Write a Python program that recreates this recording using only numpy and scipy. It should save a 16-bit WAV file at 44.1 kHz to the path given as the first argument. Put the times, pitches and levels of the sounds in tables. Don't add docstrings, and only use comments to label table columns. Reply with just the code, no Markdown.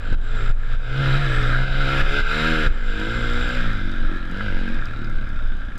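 import sys
import numpy as np
from scipy import signal
from scipy.fft import rfft, irfft
from scipy.io import wavfile
from scipy.ndimage import uniform_filter1d

SR = 44100
rng = np.random.default_rng(int(sys.argv[2]) if len(sys.argv) > 2 else 0)


def store_wav(level_fs):
    pcm = np.round(np.clip(np.atleast_2d(level_fs), -1, 1) * 32767)
    wavfile.write(sys.argv[1], SR, pcm.T.astype(np.int16))


def nominal_scale(level):
    x = np.asarray(level, float) / 20
    return 10 ** x


N = 254898

# time in seconds, level in dB.
LOUDNESS = [(0, -42), (.42, -37), (.55, -43), (.8, -39.5), (1.07, -30), (1.6, -35), (1.9, -29.5),
            (2.38, -23.5), (2.66, -31), (2.8, -38.5), (3.02, -35), (3.55, -34.5), (3.85, -42.5),
            (4.28, -47.5), (4.42, -39.5), (4.74, -43.5), (4.88, -46.5), (5.78, -52.5)]
# pitch in Hz, width in Hz, level in dB.
CAVITY = [(1366, 122, -7), (1567, 123, -2.5), (1630, 160, -5)]


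def bike():
    # time in seconds, share from 0 to 1.
    water = [
        (0, 0.75),
        (.9, 0.9),
        (2.3, 0.72),
        (2.7, 0.48),
        (3.6, 0.34),
        (4.0, 0),
        (5.78, 0.05),
    ]
    # time in seconds, uneven burning from 0 to 1, share of missed firings from 0 to 1.
    roughness = [(0, .25, 0), (.85, .1, 0), (2.3, .06, 0), (2.65, .1, 0), (2.75, .12, 0), (3.0, .05, 0),
                 (3.6, .06, 0), (3.8, .18, .08), (4.3, .2, .1), (4.55, .1, 0), (4.75, .1, 0),
                 (4.85, .2, .12), (5.3, .12, .3), (5.78, .1, .4)]
    hz, loudness_db, flare_db, shut = controls()
    wet = np.clip(in_time(water)[0], 0, 1)
    rough, missed = in_time(roughness)
    cycle = np.cumsum(hz) / SR + 0.07 * rough * drift(25.0)
    blow_down = np.exp(-3.0 * (cycle % 1))
    valve_train = 0.6 * np.exp(-5.0 * ((cycle + 0.5) % 1))
    gate = blow_down + valve_train
    hum = crank_hum(hz, cycle, loudness_db, wet, shut)
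    note = exhaust_note(hz, cycle, gate, rough, missed, loudness_db, flare_db, wet, shut)
    return hum + note + ringing_case(cycle, gate, loudness_db, wet) + whine(loudness_db)


def controls():
    # time in seconds, firings per second.
    speed = [(0, 47.5), (.39, 56.5), (.85, 60.8), (1.09, 64.5), (1.45, 61), (1.72, 67), (2.0, 67.4),
             (2.5, 80.1), (2.62, 77.5), (2.72, 62), (2.92, 51.5), (3.17, 58.7), (3.55, 61.8), (3.8, 48.3),
             (4.2, 43), (4.73, 46), (4.92, 38), (5.78, 28)]
    # time in seconds, extra firings per second, extra exhaust in dB.
    flares = [(.13, 0, 12.5), (1.0, 5.5, 5.5), (1.21, 7.5, -1), (1.42, 0, 2), (1.54, 0, 1),
              (1.68, 0.5, -5.5), (2.06, 0, -6.5), (2.27, -1.75, -12), (2.4, 1, -7), (3.02, -1, 4),
              (3.5, 0, -2.5), (3.87, 0, 3.5), (4.12, 0.5, 4.), (4.34, 0, 3.5), (4.43, 8.5, -3.),
              (4.7, 0, 5.5), (4.87, 0, -7), (5.05, 0, 3.5), (5.42, -0.5, -5.5)]
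    # opens in seconds, shuts in seconds.
    throttle_open = [
        (-.1, 3.51),
        (4.3, 4.63),
    ]
    opening_s, shutting_s = 0.022, 0.14
    flare_hz, flare_db = swells(flares)
    opens, shuts = np.array(throttle_open).T[:, :, None]
    t = np.arange(N) / SR
    opened = np.minimum((t - opens) / opening_s, 1 - (t - shuts) / shutting_s)
    shut = 1 - np.clip(opened, 0, 1).max(axis=0)
    return in_time(speed)[0] + flare_hz, in_time(LOUDNESS)[0], flare_db, shut


def crank_hum(hz, cycle, loudness_db, wet, shut):
    # time in seconds, level in dB.
    shake = [(0, -31.5), (.25, -30), (.8, -32), (1.0, -17.5), (1.1, -18.5), (1.38, -24.5), (1.52, -24.5),
             (1.95, -27.5), (2.25, -33), (2.42, -26), (2.62, -31.5), (2.9, -38), (3.17, -30), (3.45, -42),
             (3.68, -32.5), (4.2, -46.5), (4.46, -30), (4.7, -41.5)]
    # pitch in Hz, gain in dB.
    frame = [(85, -2.5), (105, 4.), (125, -0.5), (143, -5), (167, 0), (200, 2.5), (222, 5.5), (240, 16.5)]
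    above_db = loudness_db + 40
    first_db = -38.0 + 0.73 * above_db - 10.5 * wet - 14 * shut
    first = nominal_scale(first_db) * np.sin(2 * np.pi * cycle)
    second_db = in_time(shake)[0] + 1.0 * drift(1.4)
    second = nominal_scale(second_db) * np.sin(4 * np.pi * cycle)
    frame_hz, frame_db = np.transpose(frame)
    third_db = -48 + 13 * shut + 0.48 * above_db
    third_db = third_db + np.interp(3 * hz, frame_hz, frame_db)
    third = nominal_scale(third_db - 1.5 + 1.0 * drift(9.7)) * np.sin(6 * np.pi * cycle)
    return np.sqrt(2) * (first + second + third)


def exhaust_note(hz, cycle, gate, rough, missed, loudness_db, flare_db, wet, shut):
    # pitch in Hz, width in Hz, level in dB.
    pipe_modes = [(66, 25, -2), (118, 51, 3.5), (232.2, 28.8, 5.5), (323.4, 27.9, -1)]
    # pitch in Hz, width in Hz, level in dB.
    bark_modes = [(470, 98, -4), (558, 53, -3.5), (699, 55, -6.5), (977, 55, -11.5)]
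    # time in seconds, pitch in Hz, boost in dB.
    favoured_pitch = [(0, 477, -1), (.4, 413, 16), (1.1, 486, -4.5), (1.45, 420, 12), (1.55, 694, 8.),
                      (1.7, 730, 10), (1.8, 540, 1), (2.19, 420, 5), (2.45, 520, 8.5), (3.1, 474, 6),
                      (3.57, 533, 9), (5.78, 470, 1)]
    favoured = in_time(favoured_pitch)
    pipe_db = loudness_db + 9.5 - 15.0 * wet + flare_db
    bark_db = loudness_db - 1.5 - 3.5 * wet + 0.31 * flare_db
    bark_db = bark_db + shut * (-8.5 + 20 * np.log2(hz / 48))

    chance = np.c_[rng.standard_normal(400), rng.random(400)][cycle.astype(int)]
    strength = nominal_scale(8.0 * rough * chance[:, 0] - 13.0 * (chance[:, 1] < missed))
    strength = cut(strength, 300, "low", order=2)
    gas = rms_one(gate * rng.standard_normal(N))

    low_lines = orders(hz, cycle, pipe_modes, *favoured, multiples=range(4, 14))
    pipe = gas_and_lines(low_lines, gas, strength, rough, pipe_modes, [170, 380])
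    high_lines = orders(hz, cycle, bark_modes, *favoured, multiples=range(4, 25))
    bark = gas_and_lines(high_lines, gas, strength, rough, bark_modes, [400, 900])
    return nominal_scale(pipe_db - 2.0) * pipe + nominal_scale(bark_db + 1.0) * cut(bark, 177, "high", order=2)


def orders(hz, cycle, modes, loudest_hz, boost_db, multiples):
    grid = np.arange(1, 2001.0)
    response = np.zeros(len(grid), complex)
    for k, (top_hz, width_hz, db) in enumerate(modes):
        response += (-1) ** k * nominal_scale(db) / (1 + 2j * (grid - top_hz) / width_hz)
    out = np.zeros(N)
    for k in multiples:
        colour = response[np.minimum(k * hz, len(grid) - 1).astype(int)]
        favoured_db = boost_db * np.exp(-((k * hz - loudest_hz) / 45) ** 2)
        line = np.real(colour * np.exp(2j * np.pi * k * cycle))
        out += nominal_scale(favoured_db + 3.3 * drift(2.5)) * line
    return rms_one(out)


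def gas_and_lines(lines, gas, strength, rough, modes, band_hz):
    note = strength * (lines + 1.6 * rough * rms_one(resonate(gas, modes)))
    inside = cut(note, band_hz, "band", order=3)
    return note / np.sqrt(uniform_filter1d(inside ** 2, size=SR // 8))


def ringing_case(cycle, gate, loudness_db, wet):
    # pitch in Hz, width in Hz, level in dB.
    shell_modes = [(2079, 69, 8), (2475, 192, 2), (3000, 490, 0.5), (3574, 277, 1.5), (3842, 180, 2.5)]
    # pitch in Hz, width in Hz, level in dB.
    top_modes = [(4845, 790, 15.5), (5350, 280, -6.5), (7100, 470, 1), (9000, 9600, -29), (11200, 7200, -1),
                 (14000, 310, -32)]
    # time in seconds, change in dB.
    slaps = [(.06, 0), (.73, 0), (1.2, -0.5), (1.31, 1.5), (1.54, 4.5), (1.99, 1), (2.19, 1.5), (2.28, 3.5),
             (2.49, 1.5), (2.67, 2), (3.85, -1.5), (4.13, 2.5), (4.6, -2)]
    cavity_db = -33.0 + 0.75 * (loudness_db + 40) + swells(slaps)[0]
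    taps = rms_one(np.diff(np.floor(cycle), prepend=0))
    clatter = rms_one((0.5 + gate) * rng.standard_normal(N))
    metal = rms_one(0.12 * taps + clatter)
    hiss = np.sqrt(1 - wet) * metal + np.sqrt(wet) * spray(per_s=4000.0)
    hiss = nominal_scale(0.5 * drift(4.8)) * hiss

    cavity = resonate(resonate(hiss, CAVITY, wander_db=1.5), [(1492, 780, 0.0)])
    cavity = evened(cavity, window_s=0.13)
    shell = cut(resonate(hiss, shell_modes, wander_db=1.5), [1500, 4300], "band", order=3)
    shell = evened(shell, window_s=0.1)
    top = cut(resonate(hiss, top_modes), 2200, "high", order=2)
    top = evened(cut(top, 7000, "low", order=2), window_s=0.17)
    return nominal_scale(cavity_db) * cavity + nominal_scale(loudness_db) * (shell + nominal_scale(-13.0) * top)


def spray(per_s):
    sizes = nominal_scale(5.4 * np.minimum(rng.exponential(1, N), 5)) * rng.choice([-1, 1], N)
    drops = sizes * (rng.random(N) < per_s * nominal_scale(4.0 * drift(15.0)) / SR)
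    return rms_one(rms_one(drops) + 1.8 * rng.standard_normal(N))


def whine(loudness_db):
    # time in seconds, pitch in Hz, dB against the loudness.
    gear_mesh = [(0, 7500, -19), (.42, 7420, -11.5), (.75, 7450, -19), (1.03, 7390, -28), (1.37, 7800, -20),
                 (1.75, 7350, -26), (2.64, 7370, -19.5), (3.5, 7410, -15.5), (3.75, 7420, -32)]
    hz, against_db = in_time(gear_mesh)
    level_db = loudness_db + against_db
    wobble = cut(rng.standard_normal((2, N)), 210, "low", order=2)
    turn = 2 * np.pi * np.cumsum(hz) / SR
    teeth = rms_one(wobble[0] * np.cos(turn) + wobble[1] * np.sin(turn))
    mesh = nominal_scale(level_db - 5.5 + 2.0 * drift(30.0)) * teeth
    thin_mode = [(10250, 300, 0)]
    thin = resonate(resonate(rng.standard_normal(N), thin_mode), thin_mode)
    return mesh + nominal_scale(-84) * rms_one(thin)


def grit():
    # time in seconds, peak in dB, lower ring in dB
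    ticks = [(0.1281, -48, -1), (0.4958, -51, -2), (0.7317, -55, 1), (1.4287, -51, 8), (2.9996, -47, 3),
             (3.2999, -52, 10), (3.3348, -48, 4), (3.4825, -49, 6), (3.491, -44, 2), (3.5528, -52, 10),
             (3.5728, -49, 3), (3.6117, -49, 1), (3.7324, -51, 2), (3.9165, -52, 1), (4.1719, -57, 2),
             (4.2557, -56, -2), (4.3141, -47, -6), (4.373, -54, 5), (4.6049, -54, 2), (4.6897, -52, 1),
             (4.7456, -55, 2), (4.8564, -47, 5), (4.9711, -58, 1), (5.0464, -59, 13), (5.0983, -52, -6),
             (5.2914, -54, -1), (5.474, -57, 0), (5.5702, -55, -5), (5.6082, -58, -2),
             (5.7785, -43, -12),
    ]
    # time in seconds, peak in dB.
    knocks = [
        (0.633, -33),
        (4.4079, -18),
        (4.8219, -25),
        (5.3961, -28),
    ]
    crack_modes = [(6200, 700, 5), (8000, 1500, 1), (10500, 2500, -2), (13000, 2500, -8)]  # Hz, width Hz, dB
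    table = np.array(ticks)
    sand = nominal_scale(-48 + 4.0 * np.minimum(rng.exponential(1, N), 3)) * (rng.random(N) < 25.0 / SR)
    crack = resonate(clicks(table, nominal_scale(table[:, 1] + 19)) + sand, crack_modes)
    ring_hits = clicks(table, nominal_scale(table[:, 1] + table[:, 2] + 39))
    ring = resonate(ring_hits, [(4900, 250, 0.0), (3700, 500, -17)])
    knock_hits = clicks(knocks, nominal_scale(np.array(knocks)[:, 1] + 43))
    knock = resonate(cut(knock_hits, 2200, "low", order=4), CAVITY)
    return crack + ring + knock


def mount():
    # time in seconds, pitch in Hz.
    sway_pitch = [(0, 21.5), (.9, 21.5), (1.2, 23.5), (1.8, 23.5), (2.05, 21), (3.1, 23.1), (3.7, 19.6),
                  (4.55, 19), (4.9, 15.5), (5.2, 19), (5.78, 20)]
    hz, = in_time(sway_pitch)
    swing = np.sqrt(2) * np.sin(2 * np.pi * np.cumsum(hz) / SR)
    loose = 0.3 * rms_one(cut(drift(4.5), 6.3, "high", order=2))
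    return nominal_scale(swaying() - 1.0) * (swing + loose) + buffeting() + thuds()


def swaying():
    # time in seconds, level in dB.
    bumps = [(.13, -12), (.33, -14.5), (.51, -10), (.74, -12.5), (.92, -22), (1.16, -14.5), (1.37, -14.5),
             (1.48, -17.5), (1.6, -13.5), (1.7, -21), (1.8, -14.5), (2.04, -13), (2.23, -14), (2.52, -18.5),
             (2.69, -12.5), (2.88, -14.5), (3.1, -25), (3.32, -14.5), (3.64, -12.5), (3.86, -17),
             (4.059, -12), (4.318, -20.5), (4.56, -13.5), (4.76, -13.5), (5.04, -21.5), (5.15, -14.5),
             (5.36, -18), (5.489, -12.5), (5.79, -22.5)]
    rise_db_per_s, fall_db_per_s = 106, 89
    t = since(bumps)
    level_db = np.array(bumps)[:, 1:] + np.minimum(rise_db_per_s * t, -fall_db_per_s * t)
    return 10 * np.log10(np.sum(nominal_scale(2 * level_db), axis=0))


def thuds():
    # time in seconds, peak in dB.
    jolts = [
        (0.12, -6),
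        (0.429, -11.5),
        (0.499, -10),
        (0.738, -13.5),
        (1.16, -32.5),
        (1.559, -38),
        (1.996, -38),
        (2.199, -11),
        (2.669, -7.5),
    ]
    push = cut(clicks(jolts, nominal_scale(np.array(jolts)[:, 1] + 39.0)), 110, "low", order=2)
    return resonate(push, [(27.5, 52, 4.0), (62.4, 4.1, 6.0), (114, 27, -23), (214, 41, -48)])


def buffeting():
    # pitch in Hz, level in dB per Hz.
    air_tone = [(18, -11), (30, -0.5), (138, -24.5), (299, -30.5), (420, -36), (521, -31), (1060, -42),
                (1200, -34.5), (1560, -76), (2640, -120)]
    # time in seconds, change in dB.
    gusts = [(.4, 1), (.69, -4.), (1.1, 1.5), (1.38, 3), (1.55, 4), (1.68, 3), (2.03, 7), (2.33, -10),
             (2.5, -7.), (2.9, -11.), (3.1, 3.), (3.44, 3.5), (4.07, 3.5), (4.4, -5.5), (4.64, -3),
             (4.8, 2)]
    level_db = -32.5 + 0.27 * (in_time(LOUDNESS)[0] + ducking() + 40) + swells(gusts)[0]
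    tone_hz, tone_db = np.transpose(air_tone)
    bins_hz = np.maximum(np.fft.rfftfreq(N, 1 / SR), 1)
    shape = nominal_scale(np.interp(np.log(bins_hz), np.log(tone_hz), tone_db))
    air = rms_one(irfft(rfft(rng.standard_normal(N)) * shape, N))
    return nominal_scale(level_db + 3.0 + 0.98 * drift(11.5)) * air


def ducking():
    # time in seconds, depth in dB.
    ducks = [
        (-.02, 8.5),
        (0.143, 18.5),
        (0.513, 17.5),
        (0.753, 12),
        (1.17, 3.),
        (1.634, 5.5),
        (2.011, 9),
        (2.204, 11.5),
        (2.672, 15),
    ]
    drop_s, recovery_s = 0.02, 0.15
    t = np.maximum(since(ducks), 0)
    drops_db = np.array(ducks)[:, 1:] * np.minimum(t / drop_s, 1) * np.exp(-t / recovery_s)
    return -np.sum(drops_db, axis=0)


def rms_one(x):
    return x / np.sqrt(np.mean(x ** 2) + 1e-20)


def evened(x, window_s):
    return x / np.sqrt(uniform_filter1d(x ** 2, size=int(window_s * SR)) + 1e-12)


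def cut(x, hz, kind, order):
    return signal.sosfilt(signal.butter(order, hz, kind, fs=SR, output="sos"), x)


def resonate(x, modes, wander_db=0):
    out = np.zeros(N)
    for k, (hz, width_hz, db) in enumerate(modes):
        r = np.exp(-np.pi * width_hz / SR)
        poles = [1, -2 * r * np.cos(2 * np.pi * hz / SR), r * r]
        zeros = [(1 - r * r) / 2, 0, (r * r - 1) / 2]
        gain = nominal_scale(db + wander_db * drift(2.3)) if wander_db else nominal_scale(db)
        out += (-1) ** k * gain * signal.lfilter(zeros, poles, x + 1e-18)
    return out


def drift(rate):
    r = np.exp(-80 * np.pi * rate / SR)
    slow = signal.lfilter([1], [1, -2 * r, r * r], rng.standard_normal(N // 40 + 2002))[2000:]
    return np.interp(np.arange(N) / 40, np.arange(len(slow)), rms_one(slow))


def in_time(rows):
    s, *columns = np.transpose(rows)
    return [np.interp(np.arange(N) / SR, s, c) for c in columns]


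def since(rows):
    return np.arange(N) / SR - np.array(rows)[:, :1]


def swells(rows):
    width_s = 0.07
    return np.array(rows)[:, 1:].T @ np.exp(-(since(rows) / width_s) ** 2)


def clicks(rows, heights):
    out, table = np.zeros(N), np.array(rows)
    out[np.minimum((table[:, 0] * SR).astype(int), N - 1)] = heights
    return out


def scene():
    ducked_bike = nominal_scale(ducking()) * bike()
    return (ducked_bike + grit() + mount())[None]


def top_cut(x):
    return signal.sosfilt(signal.butter(12, 15150, fs=SR, output="sos"), x)


def record(dry):
    hissy = dry + nominal_scale(-66.5) * cut(rng.standard_normal(dry.shape), 8600, "low", order=4)
    rounded = 1.5 * np.tanh(hissy / 1.5)
    return top_cut(rounded)


dry = scene()
out = record(dry)
store_wav(out)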